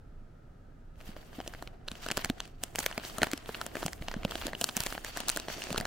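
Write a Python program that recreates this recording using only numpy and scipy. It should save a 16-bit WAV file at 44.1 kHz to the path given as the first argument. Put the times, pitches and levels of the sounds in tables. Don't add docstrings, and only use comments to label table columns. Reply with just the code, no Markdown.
import sys
import numpy as np
from scipy import signal
from scipy.fft import rfft, irfft
from scipy.io import wavfile

SR = 44100
rng = np.random.default_rng(int(sys.argv[2]) if len(sys.argv) > 2 else 0)


def output_pcm(signal):
    pcm = np.clip(np.atleast_2d(signal).T, -1, 1) * 32767
    wavfile.write(sys.argv[1], SR, np.round(pcm).astype(np.int16))


N = 258426

# (time [s], facet energy [dB], facet mode [Hz], crack [dB re facet], wall [dB re facet])
CREASES = [(.958, -41, 2480, -20, -26), (1.012, -30, 2560, -4, -2), (1.036, -42, 2800, -10, -15),
           (1.105, -32, 2900, -2, -15), (1.1656, -22.5, 1400, -29, 4.5), (1.39, -30, 2520, -25, 12),
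           (1.4029, -16, 2760, -33, 0), (1.413, -23, 3000, -25, -13), (1.463, -26, 2490, -22, 5),
           (1.4776, -15, 3570, -0.5, -.5), (1.5377, -17.5, 1660, -29, -19), (1.549, -22.5, 2170, -30, -0.5),
           (1.625, -14.5, 1690, -12, -5), (1.6752, -18.5, 2920, -36, -26), (1.8811, -18.5, 2740, -4.5, -3),
           (1.8846, -9.5, 4040, -34, -36), (1.9161, -15, 3250, -7, -17), (1.9546, -22.5, 2430, -29, -11),
           (2.064, -11, 1530, -13, -1.5), (2.0871, -10, 2700, -5.5, -15), (2.1039, -9.5, 1810, -23, -4.5),
           (2.1143, -5, 3020, -6, -16), (2.119, -9.5, 2140, -5, -4), (2.172, -7.5, 2430, -1.5, -25),
           (2.1773, -4, 1850, -6.5, -10), (2.1927, -16, 2000, -10, -3), (2.2471, -4, 2200, -2.5, -22),
           (2.2576, -16, 1850, -3, 2), (2.2997, -6.5, 3430, -10.5, -2), (2.404, -8, 3240, -7.5, -14),
           (2.455, -26, 2850, -5, -22), (2.477, -34.5, 2500, 2, -20), (2.637, -11, 3100, 5.5, -7),
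           (2.7523, -13.5, 1770, -26, -26), (2.7582, -9.5, 2580, -1.5, -23), (2.7864, -8.5, 2070, -11, -6),
           (2.79, -16, 1720, 12, 6), (2.8027, -24, 3860, 11, -3), (2.842, -14.5, 1710, -18, -13),
           (2.863, -2, 2190, -1.5, -10), (2.9136, -14.5, 1640, -12, -10), (2.927, -16.5, 2850, -16, -23),
           (2.979, -6.5, 2300, -10, 1), (3.0505, -15.5, 3900, -17, -4), (3.184, -9.5, 1310, -4, -3),
           (3.2188, -3.5, 2000, -19, -2), (3.232, 7, 1450, -14.5, -7.5), (3.2436, -9, 2160, -22, -6.5),
           (3.27, -9, 1710, -32, -27), (3.3155, -18, 2100, 3.5, -23), (3.3341, -6, 2540, -7, -38),
           (3.3771, -21.5, 2960, 1.5, -3), (3.4921, -11.5, 1880, -28, -0.5), (3.5465, -11, 2900, -30, -29),
           (3.5515, -15, 2850, -26, -25), (3.6145, -6.5, 1370, -13, -14), (3.665, -14.5, 2650, -0.5, -3.5),
           (3.7547, -10, 1880, -29, -0.5), (3.7689, -13.5, 2400, -11, 2), (3.8295, -8.5, 1280, -28, -5),
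           (3.8631, -10.5, 3330, 2.5, -1), (3.882, -13, 2230, -9, -2), (3.9323, -16, 2070, -2, -32),
           (4.0234, -18.5, 2000, -16, 0.5), (4.0842, -7.5, 2720, -21, -8.5),
           (4.1149, -12.5, 1590, -20, -20), (4.1409, -11.5, 1560, -33, -3), (4.2334, -16.5, 2310, -24, -7),
           (4.25, -5, 3140, -37, 2), (4.311, -13, 3400, -5, -14), (4.3202, -13.5, 1340, -28, -2.5),
           (4.3552, -9.5, 3780, -10, -1), (4.4223, -13.5, 2820, -17, -26), (4.4682, -11.5, 3360, 0, -0.5),
           (4.4819, -15.5, 1700, -29, 0), (4.5332, -10, 1820, -28, -6), (4.551, -10.5, 3020, -23, -26),
           (4.6134, -8.5, 2780, 4, -4), (4.6179, -11.5, 3020, -12, 1), (4.6425, -2, 4400, -2, -28),
           (4.6903, -9, 3020, -14, -9), (4.6947, -13, 3560, -14, -27), (4.768, -11, 2600, 9, -9),
           (4.7753, -10.5, 2170, -4, -5), (4.8049, -11.5, 3230, 6.5, -13), (4.8366, -15.5, 2740, 3.5, -12),
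           (4.8638, -8.5, 2280, -1, -12), (4.8688, -9, 2950, -7, -22), (4.9258, -10, 1850, -8, -32),
           (4.9789, -11.5, 1570, -25, -5.5), (5.0475, -11.5, 1540, -4, -11), (5.1655, -17, 1460, -15, -8),
           (5.1731, -11, 1770, -1, -2.5), (5.18, -20, 2130, -3, -25), (5.204, -14.5, 3300, 2.5, 1),
           (5.2845, -10, 4000, 7, -28), (5.2933, -3.5, 3900, -3, -13), (5.2996, -8.5, 2390, 6.5, -22),
           (5.3167, -26, 2720, 10, -16), (5.3627, -13, 3270, 2.5, 0), (5.373, -6, 1620, -3.5, -7.5),
           (5.3995, -14, 4770, 0, -19), (5.4847, -7.5, 1150, -31, -38), (5.5006, -15.5, 1700, -31, -0.5),
           (5.583, -29, 1300, -25, 10.5), (5.6394, -20.5, 1960, 5.5, -20), (5.705, -14, 2680, -8, 3),
           (5.7284, -14.5, 3820, 1.5, -0.5), (5.746, -12.5, 1260, -21, 0), (5.761, -8.5, 1500, -26, -27),
           (5.7786, -4.5, 3080, -3, -10), (5.7823, -6, 2670, -9, -28), (5.8014, -11, 4470, -8, -23),
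           (5.8109, -11.5, 2030, -6, -3.5), (5.8539, -6, 1740, -11, -35)]
# (frequency [Hz], t60 [s], level [dB re facet mode])
SHEET_MODES = [(1078, 0.0064, -19), (1670, 0.0057, -7), (3050, 0.0036, -7.5), (4090, 0.0042, -10)]
# (frequency [Hz], relative density [dB])
FIBRE_SPECTRUM = [(5500, 6.5), (7500, 4), (9100, 2), (10000, 1), (10800, 0), (13600, -1.5), (15600, -3),
                  (16500, -19.5)]
# (time [s], lag of the left channel [samples])
HAND_LAG = [(.9, 1), (3.0, 0.67), (4.8, 0.27), (5.2, -1.1), (5.86, -1.2)]
# (time [s], peak level [dB], air resonance [Hz])
SIDE_POPS = [(1.09, -32.5, 210), (1.384, -30.5, 268), (1.916, -34.5, 234), (2.299, -17, 258),
             (2.9782, -33.5, 450), (3.1829, -30.5, 231), (3.22, -26, 390), (3.3334, -21.5, 286),
             (3.4915, -30.5, 454), (3.854, -24.5, 174), (4.012, -31.5, 135), (4.1648, -24.5, 212),
             (4.2502, -24, 193), (4.455, -27.5, 305), (4.7668, -27.5, 240), (4.802, -29, 135),
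             (5.7142, -26.5, 200), (5.7454, -30.5, 363), (5.8019, -29, 168)]
# (start [s], length [s], level [dB], treble [dB re level], facet pitch [Hz])
FINGER_STROKES = [(1.004, 0.01, -58, -1.5, 2000), (1.08, 0.01, -50.5, -3, 2680),
                  (1.171, 0.099, -59.5, -4, 2900), (1.338, 0.063, -57, -3.5, 3100),
                  (1.452, 0.2, -59, -1.5, 2600), (1.903, 0.063, -54.5, -4, 2520),
                  (2.035, 0.012, -40.5, -7, 3000), (2.13, 0.046, -61, 5, 2500),
                  (2.166, 0.1, -47, -5.5, 2140), (2.378, 0.088, -55.5, -6.5, 3030),
                  (2.63, 0.033, -53.5, -1.5, 2190), (2.794, 0.031, -42, 1, 5500),
                  (2.883, 0.12, -50, -5, 1750), (3.05, 0.034, -41, -3, 4220),
                  (3.148, 0.026, -51.5, 0.5, 1900), (3.222, 0.024, -45, -0.5, 1800),
                  (3.283, 0.12, -53, -6.5, 2100), (3.478, .14, -49, -1.5, 2000),
                  (3.654, 0.057, -58.5, -1, 2630), (3.771, 0.078, -45, -1.5, 2760),
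                  (3.89, 0.081, -65.5, 6, 2920), (4.02, 0.11, -54.5, -4, 2500),
                  (4.164, 0.093, -62, -2, 2200), (4.311, 0.14, -44.5, -3, 2900),
                  (4.46, 0.014, -50, -4, 2600), (4.517, .06, -66, -2, 2500), (4.601, 0.085, -49, 4, 3100),
                  (4.684, 0.041, -63, -7, 3000), (4.769, 0.18, -43, 0, 2820), (5.063, 0.026, -43, -4, 4650),
                  (5.106, 0.033, -66, -9, 2800), (5.164, 0.049, -43, -12, 2040),
                  (5.279, 0.066, -41.5, -4.5, 3270), (5.373, 0.026, -47, -6, 2900),
                  (5.502, 0.037, -39, -5.5, 5000), (5.612, 0.11, -42.5, -7.5, 4000),
                  (5.726, 0.14, -55.5, -0.5, 2600)]
# (frequency [Hz], width scale [Hz], gain [dB])
FACET_BANDS = [(1620, 400, -8), (2880, 200, -13), (4440, 100, -7.5), (5560, 370, -13)]
# (time [s], level [dB])
GRIP_FLEX = [(.9, -71), (1.05, -57.5), (1.25, -57), (1.6, -57), (1.8, -58), (2.15, -55), (2.3, -54.5),
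             (2.55, -61), (2.8, -57), (3.0, -54.5), (3.23, -46.5), (3.42, -54.5), (3.82, -47.5),
             (3.98, -56), (4.15, -47), (4.47, -50.5), (4.65, -52), (4.93, -51), (5.02, -55), (5.1, -54.5),
             (5.25, -50), (5.47, -53), (5.72, -45.5), (5.86, -43.5)]
# (time [s], frequency [Hz], level [dB])
SQUEAK_CURVE = [(1.15, 11500, -95), (1.18, 12150, -78), (1.21, 12450, -79), (1.26, 12300, -83),
                (1.35, 12150, -79), (1.4, 11900, -75), (1.43, 12050, -80), (1.45, 12100, -100)]
# (frequency [Hz], relative density [dB])
ROOM_SPECTRUM = [(12, -51), (20, 4), (33, -8.5), (53, -11.5), (130, -18.5), (200, -26), (242, -23.5),
                 (285, -30), (678, -34), (1130, -47), (1260, -36), (2230, -52.5), (13000, -69)]
# (frequency [Hz], correlation [0..1])
ROOM_CORRELATION = [(60, 0.98), (300, 0.89), (640, 0), (3000, 0.51), (15000, 0.0)]
# (time [s], level [dB])
HANDLING_RUMBLE = [(0.0, -48.5), (0.42, -54), (0.93, -48.5), (1.13, -49), (1.57, -47.5), (3.1, -52),
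                   (3.23, -52), (3.39, -52), (3.95, -44.5), (4.47, -44.5), (4.68, -64), (4.81, -47),
                   (5.14, -52), (5.71, -50), (5.86, -44)]

WALL_HZ, WALL_T60_S = 700, .018
AIR_HZ, AIR_T60_S = 298, 0.031
SLIPS_PER_S, HANDS_START_S = 7000, GRIP_FLEX[0][0]


def crease_snaps(creases, burst_s=0.00058, crack_s=.0005, push_s=0.00059, facet_t60_cycles=9.6):
    size, lead = 2048, 400
    t, out = (np.arange(size) - lead) / SR, np.zeros((2, N + size))
    noise = rng.standard_normal((len(creases), 3, size))
    chance = rng.standard_normal((len(creases), 5))
    lead_in = from_db(-19) * np.exp(-np.abs(t) / 0.0052)
    settle = from_db(-17) * np.exp(-np.abs(t) / 0.0042)
    skirt = np.where(t < 0, lead_in, settle)
    for (s, db, hz, crack_db, wall_db), white, draw in zip(creases, noise, chance):
        direction, wall_detune, facing, aside, air_detune = draw
        burst = white[0] * (np.exp(-(t / burst_s) ** 2) + skirt)
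        facet = rms_one(ring(burst, hz, facet_t60_cycles / hz))
        facet += sum(from_db(mode_db) * rms_one(ring(burst, f, t60)) for f, t60, mode_db in SHEET_MODES)
        crack = fibre_treble(pair(white[1], white[2], .75) * (np.exp(-(t / crack_s) ** 2) + skirt))
        push = np.sign(direction) * np.gradient(np.exp(-(t / push_s) ** 2))
        wall = ring(push, WALL_HZ * np.exp(0.12 * wall_detune), WALL_T60_S)
        air = ring(push, AIR_HZ * np.exp(.25 * air_detune), AIR_T60_S)
        tilt = pair(np.ones(1), np.tanh(facing), .84)
        parts = [(facet, 0), (crack, crack_db), (wall * tilt, wall_db), (air * tilt, wall_db - 5.5)]
        snap = sum(from_db(db + rel_db) * rms_one(part) / np.sqrt(size) for part, rel_db in parts)
        lag = np.interp(s, *np.transpose(HAND_LAG)) + aside
        path_difference = lambda f: np.exp(-1j * np.pi * f * lag / SR * np.array([[1], [-1]]))
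        at = round(s * SR) - lead
        out[:, at:at + size] += coloured(snap, path_difference)
    return out[:, :N]


def small_creases(rub_gain, count=80, over_rub_db=24):
    s, draw = rng.uniform(HANDS_START_S, N / SR, count), rng.standard_normal((count, 4))
    db = 20 * np.log10(rub_gain[(s * SR).astype(int)]) + over_rub_db + 3.5 * draw[:, 0]
    facet_hz = 2100 * np.exp(0.34 * draw[:, 1])
    crack_db, wall_db = -25 + 5 * draw[:, 2], -12 + 5 * draw[:, 3]
    return list(zip(s, db, facet_hz, crack_db, wall_db))


def fibre_treble(x):
    highpass = signal.butter(3, 5500, "high", fs=SR, output="sos")
    return signal.sosfilt(highpass, coloured(x, lambda f: from_db(at_hz(FIBRE_SPECTRUM, f))))


def side_thumps():
    out, pulse = np.zeros(N), np.hanning(round(0.0011 * SR))
    for s, db, hz in SIDE_POPS:
        push = np.zeros(N)
        push[round(s * SR):][:len(pulse)] = pulse
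        air = ring(push, hz, 1.06 * AIR_T60_S)
        out += from_db(db) * air / np.abs(air).max()
    return out


def finger_envelopes(rise_db_per_s=448, fall_db_per_s=243, rest_hz=2030):
    t, flex_gain = np.arange(N) / SR, from_db(in_time(GRIP_FLEX)[0])
    rub_gain = flex_gain * from_db(-19.5)
    hiss_gain, weighted_log_hz = rub_gain * from_db(-6.5), rub_gain * np.log(rest_hz)
    for s, length, db, treble_db, hz in FINGER_STROKES:
        before_s, after_s = np.maximum(s - t, 0), np.maximum(t - s - length, 0)
        gain = from_db(db - rise_db_per_s * before_s - fall_db_per_s * after_s)
        rub_gain += gain
        hiss_gain += gain * from_db(treble_db)
        weighted_log_hz += gain * np.log(hz)
    return rub_gain, hiss_gain, flex_gain, np.exp(weighted_log_hz / rub_gain)


def fibre_slips(per_s, spread_db=3.4, clump_db=2.0):
    slipping = rng.random((2, N)) < per_s / SR
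    sizes = from_db(spread_db * np.minimum(rng.exponential(1, (2, N)), 5))
    signs = rng.choice([-1, 1], (2, N))
    return pair(*(slipping * sizes * signs), 0.29) * from_db(clump_db * drift(32))


def finger_rustle(rub_gain, hiss_gain, flex_gain, press_hz, octave_loss_db=20):
    slips = fibre_slips(SLIPS_PER_S)
    facets = 0.49 * band(slips, 570, 7500)
    for hz, width_hz, db in FACET_BANDS:
        near_db = -octave_loss_db * np.log2(press_hz / hz) ** 2
        resonance = band(slips, hz - 2 * width_hz, hz + 1.83 * width_hz)
        facets += from_db(db + near_db + 2.5 * drift(11)) * resonance
    ridge_slips = fibre_slips(3.9 * SLIPS_PER_S)
    fine = fibre_treble(rms_one(ridge_slips) + 2 * rms_one(slips))
    lower = signal.sosfilt(signal.butter(2, 10000, fs=SR, output="sos"), fine)
    hiss = lower * from_db(1.5 * drift(12)) + (fine - lower) * from_db(1.5 * drift(34))
    shove = fibre_slips(SLIPS_PER_S)
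    flex = 1.03 * rms_one(ring(shove, WALL_HZ, WALL_T60_S))
    flex += 1.12 * rms_one(band(shove, 162, 454)) + 0.61 * rms_one(band(shove, 257, 1620))
    fade_in = np.clip((np.arange(N) / SR - HANDS_START_S) / 0.11, 0, 1)
    return fade_in * (rub_gain * rms_one(facets) + hiss_gain * rms_one(hiss) + flex_gain * rms_one(flex))


def skin_squeak(upper_ratio=1.055, upper_db=-3):
    hz, db = in_time(SQUEAK_CURVE)
    phase = 2 * np.pi * np.cumsum(hz * (1 + .002 * drift(40))) / SR
    upper = from_db(upper_db) * np.clip((hz - 12000) / 300, 0, 1) * np.sin(upper_ratio * phase)
    amplitude = np.sqrt(2) * from_db(db + 3 * drift(25)) * (db > -95)
    return amplitude * (np.sin(phase) + upper)


def room_noise(rumble_below_hz=100):
    mid, side = rng.standard_normal((2, N))
    density = lambda f: from_db(at_hz(ROOM_SPECTRUM, f))
    correlation = lambda f: np.clip(at_hz(ROOM_CORRELATION, f), 0, 1)
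    mid = coloured(mid, lambda f: density(f) * np.sqrt(1 + correlation(f)))
    side = coloured(side, lambda f: density(f) * np.sqrt(1 - correlation(f)))
    steady = from_db(-45.5) * rms_one(mid + side * [[1], [-1]])
    bass = signal.sosfiltfilt(signal.butter(2, rumble_below_hz, fs=SR, output="sos"), steady)
    rumble = from_db(in_time(HANDLING_RUMBLE)[0]) * rms_one(bass) * from_db([[-1.2], [1.2]])
    return steady - bass + rumble


def from_db(db):
    return 10 ** (np.asarray(db) / 20)


def rms_one(x):
    return x / np.sqrt(np.mean(x ** 2) + 1e-20)


def in_time(rows):
    s, *columns = np.transpose(rows)
    return [np.interp(np.arange(N) / SR, s, c) for c in columns]


def at_hz(points, hz):
    frequencies, values = np.transpose(points)
    return np.interp(np.log(hz), np.log(frequencies), values)


def band(x, lo_hz, hi_hz):
    return signal.sosfilt(signal.butter(2, [lo_hz, hi_hz], "band", fs=SR, output="sos"), x)


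def drift(rate_hz):
    r = np.exp(-80 * np.pi * rate_hz / SR)
    slow = signal.lfilter([1], [1, -2 * r, r * r], rng.standard_normal(N // 40 + 2002))[2000:]
    return np.interp(np.arange(N) / 40, np.arange(len(slow)), rms_one(slow))


def ring(x, hz, t60):
    r, w = from_db(-60 / (t60 * SR)), 2 * np.pi * hz / SR
    return signal.lfilter([np.sin(w)], [1, -2 * r * np.cos(w), r * r], x + 1e-18)


def pair(mid, side, alike):
    return np.sqrt((1 + alike) / 2) * mid + np.sqrt((1 - alike) / 2) * side * np.array([[1], [-1]])


def coloured(x, gain):
    hz = np.maximum(np.arange(x.shape[-1] // 2 + 1) * SR / x.shape[-1], 1)
    return irfft(rfft(x) * gain(hz), x.shape[-1])


def scene():
    rub_gain, hiss_gain, flex_gain, press_hz = finger_envelopes()
    bag = crease_snaps(CREASES) + crease_snaps(small_creases(rub_gain)) + side_thumps()
    fingers = finger_rustle(rub_gain, hiss_gain, flex_gain, press_hz) + skin_squeak()
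    return bag + fingers + room_noise()


def record(dry):
    return signal.sosfilt(signal.ellip(10, 1, 70, 16150, fs=SR, output="sos"), dry)


dry = scene()
out = record(dry)
output_pcm(out)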